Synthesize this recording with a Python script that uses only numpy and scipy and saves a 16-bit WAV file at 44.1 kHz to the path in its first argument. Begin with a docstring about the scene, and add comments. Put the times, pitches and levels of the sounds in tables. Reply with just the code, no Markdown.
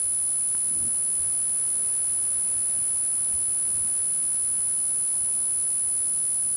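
"""A thin, buzzing whine sits on top of everything: a 10 kHz tone from a small camera's electronics that
flips polarity 76 times a second. A high hiss surrounds it. Far below lies a quiet yard among trees, where
someone swings up onto a steel exercise bar: a hand taps the bar, and later cloth and shoe scuff faintly.
Air puffs softly on the microphone, one slow gust stirs the leaves, and a town rumbles in the distance."""
import sys
import numpy as np
from scipy import signal
from scipy.fft import rfft, irfft, next_fast_len
from scipy.io import wavfile
from scipy.ndimage import uniform_filter1d

SR = 44100
rng = np.random.default_rng(int(sys.argv[2]) if len(sys.argv) > 2 else 0)


def digitize_waveform(pressure):
    """Quantize a signal to 16-bit integers and store it at the path in sys.argv[1].

    Rows of a 2-D input are taken as channels; values are limited to [-1, 1].
    """
    field = np.atleast_2d(pressure).T
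    bounded = np.clip(field, -1, 1)
    quanta = np.round(bounded * 32767).astype(np.int16)
    wavfile.write(sys.argv[1], SR, quanta)


N = 289296
TIME = np.arange(N) / SR

FLIP_HZ, CYCLES_PER_FLIP, FIRST_FLIP_S = 76.49011, 131, .0048
FLIP_COUNT = (TIME - FIRST_FLIP_S) * FLIP_HZ  # passes a whole number at each polarity flip

# EQ of the circuit that the whine leaks through: f/Hz, gain/dB
LEAK_EQ = [(1000, 5), (4000, 3.5), (7000, 1.35), (10000, 0), (11500, -3), (12600, -4), (13100, -10),
           (14000, -5), (15100, -11.5), (15700, -14)]


def whine(db=-25.1, size=2 ** 15):
    """A tone flips sign at its crest; each jump is a tiny click, and the click train is the buzz."""
    flips = 2 * (np.arange(size) + .5) / size  # the wave loops after two flips
    polarity = np.where(flips < 1, 1, -1)
    loop = np.cos(2 * np.pi * CYCLES_PER_FLIP * flips) * polarity
    hz = np.arange(size // 2 + 1) * FLIP_HZ / 2
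    leaked = irfft(rfft(loop) * gain_at(hz, LEAK_EQ) * (hz < SR / 2), size)
    return level(np.interp(FLIP_COUNT, flips, leaked, period=2), db)


# Bright grit on the buzz, averaged over time: f/Hz, level/dB per Hz
SIZZLE_SPECTRUM = [(2500, -125), (4000, -104), (5500, -101), (8000, -101), (13000, -99.5), (15000, -100)]


def sizzle(length_s=.0013):
    """A speck of noise around each flip roughens the buzz."""
    from_flip_s = ((FLIP_COUNT + .5) % 1 - .5) / FLIP_HZ
    gate = np.exp(-2 * (from_flip_s / length_s) ** 2)
    return noise(lambda hz: gain_at(hz, SIZZLE_SPECTRUM)) * level(gate, 0)


def whistle(harmonic=3, db=-70.5):
    """The tone's third harmonic, above half the sample rate, folds down to a faint 14 kHz whistle."""
    overtone = np.cos(2 * np.pi * harmonic * CYCLES_PER_FLIP * FLIP_COUNT)
    polarity = np.sign(np.sin(np.pi * FLIP_COUNT))
    return level(overtone * polarity, db)


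# Thin, high bed of hiss: f/Hz, level/dB per Hz
HISS_SPECTRUM = [(3400, -101), (4200, -99.5), (4800, -98), (7000, -101), (8400, -101), (9200, -87),
                 (10000, -82.5), (12000, -91.5), (13000, -99), (15000, -101), (15800, -107)]


def hiss():
    """Thin, smooth high hiss, strongest around the whine."""
    return noise(lambda hz: gain_at(hz, HISS_SPECTRUM))


# Choked ring of the gripped steel bar: f/Hz, relative level/dB, t60/s
BAR_MODES = [(300, 4, 0.015), (1000, 0, 0.018), (1440, 5, 0.0093), (1780, -11, .008), (2550, -12, .01)]


def bar_tap(at_s=.5493, peak_db=-29):
    """A hand strikes the bar and rings its modes, damped at once by the grip."""
    age = np.maximum(TIME - at_s, 0)
    ring = sum(undb(db) * np.sin(2 * np.pi * hz * age) * undb(-60 * age / t60)
               for hz, db, t60 in BAR_MODES)
    return undb(peak_db) * ring / np.abs(ring).max()


# Cloth and shoe cues as the foot is grabbed: t/s, length/s, level/dB
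SCUFF_CUES = [(5.148, 0.049, -57), (5.284, .02, -52), (5.45, .2, -62)]


def scuffs():
    """Cloth and shoe rub in brief swells of the same broad midrange band."""
    return sum(swell(at_s, length_s, db, lambda hz: resonance(hz, centre_hz=870, width_hz=700))
               for at_s, length_s, db in SCUFF_CUES)


# Soft bumps of air on the microphone: t/s, length/s, level/dB, upper edge f/Hz
PUFF_CUES = [(0.735, 0.095, -49, 330), (0.838, 0.1, -43, 230), (1.24, .1, -47.5, 105),
             (2.784, 0.028, -51, 240), (3.337, .04, -43, 95), (3.805, .1, -47.5, 135),
             (5.225, 0.064, -52, 100)]


def puffs():
    """Short, bassy swells of turbulence hit the microphone."""
    return sum(swell(at_s, length_s, db, lambda hz: turbulence(hz, edge_hz))
               for at_s, length_s, db, edge_hz in PUFF_CUES)


def eddies(db=-62, spread_db=3):
    """Weak turbulence comes and goes between the puffs, riding the gust."""
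    air = noise(lambda hz: turbulence(hz, edge_hz=170)) * undb(spread_db * wander(rate_hz=16))
    return level(air, db) * gust()


# Rustle of the foliage, before the breeze scales it: f/Hz, level/dB per Hz
LEAF_SPECTRUM = [(150, -105), (450, -86.5), (900, -89), (1400, -90.5), (2000, -93), (2600, -92.5),
                 (3300, -99), (6000, -110), (12000, -125)]


def leaves(lull_db=-11, gust_db=-4, flutter_db=1):
    """Foliage flutters quickly, and its rustle rises from a lull as the gust passes."""
    breeze = undb(lull_db) + undb(gust_db) * gust()
    flutter = undb(flutter_db * wander(rate_hz=18))
    return noise(lambda hz: gain_at(hz, LEAF_SPECTRUM)) * breeze * flutter


# Dark bed of distant traffic: f/Hz, level/dB per Hz
TOWN_SPECTRUM = [(15, -88.5), (30, -85.5), (50, -75.5), (95, -77.5), (200, -78.5), (330, -82.5), (780, -86),
                 (1180, -90.5), (1400, -89.5), (1900, -95.5), (2600, -95.5), (3300, -105), (6000, -120)]


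def town(drift_db=.5, hum_db=-62.5):
    """Far traffic swells a little; a distant engine hums unevenly in it."""
    rumble = noise(lambda hz: gain_at(hz, TOWN_SPECTRUM)) * undb(drift_db * wander(rate_hz=3.4))
    hum = noise(lambda hz: resonance(hz, centre_hz=69, width_hz=16))
    return rumble + level(hum, hum_db)


def far_tone():
    """A narrow, wavering tone rises once out of the town rumble and sinks back."""
    return swell(at_s=1.9, length_s=.5, db=-60.5,
                 shape=lambda hz: resonance(hz, centre_hz=436, width_hz=65))


def gust(top_s=2.23, rise_s=1.65, fall_s=3.1):
    """Envelope of one slow gust through the trees, 0 to 1: it builds, tops out and dies away."""
    from_top_s = TIME - top_s
    return np.exp(-(from_top_s / np.where(from_top_s < 0, rise_s, fall_s)) ** 2)


def turbulence(hz, edge_hz, low_hz=33):
    """EQ of moving air on the microphone: bass only, falling steeply above an edge."""
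    low_cut = hz ** 2 / (hz ** 2 + low_hz ** 2)
    return low_cut / np.hypot(1, (hz / edge_hz) ** 3)


def resonance(hz, centre_hz, width_hz):
    """Gain of a steep resonance, 1 at its centre."""
    return 1 / (1 + (2 * (hz - centre_hz) / width_hz) ** 2)


def swell(at_s, length_s, db, shape):
    """A bell-shaped burst of coloured noise that tops out at at_s with an rms of db."""
    bell = np.exp(-2 * ((TIME - at_s) / length_s) ** 2)
    burst = noise(shape) * bell
    return burst * undb(db) * np.sqrt(np.sum(bell ** 2) / np.sum(burst ** 2))


def noise(shape):
    """Noise whose amplitude per root Hz is shape(hz)."""
    size = next_fast_len(N)
    hz = np.arange(size // 2 + 1) * SR / size
    white = rfft(rng.standard_normal(size))
    return irfft(white * shape(hz), size)[:N] * np.sqrt(SR / 2)


def wander(rate_hz):
    """Random modulation: sample and hold, slewed twice."""
    hold = max(int(SR / rate_hz), 1)
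    steps = np.repeat(rng.standard_normal(N // hold + 1), hold)
    return uniform_filter1d(uniform_filter1d(steps, hold), hold)[:N]


def gain_at(hz, curve):
    """Gain along a curve of f/Hz, level/dB points, joined on a log-frequency axis."""
    point_hz, point_db = np.transpose(curve)
    return undb(np.interp(np.log(np.maximum(hz, 1)), np.log(point_hz), point_db))


def level(x, db):
    """Scale to an rms level."""
    return x * undb(db) / np.sqrt(np.mean(x ** 2))


def undb(db):
    """Decibels to gain."""
    return 10 ** (np.asarray(db) / 20)


def scene():
    """A mono mix with the whine up front and the yard far behind."""
    buzzing_whine = whine() + whistle() + sizzle() + hiss()
    yard = town() + leaves() + puffs() + eddies() + far_tone() + scuffs() + bar_tap()
    return (buzzing_whine + yard)[None]


def record(dry, top_hz=15500):
    """The camera cuts the top end with a steep low-pass."""
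    return signal.sosfilt(signal.ellip(10, .05, 80, top_hz, fs=SR, output="sos"), dry)


dry = scene()
out = record(dry)
digitize_waveform(out)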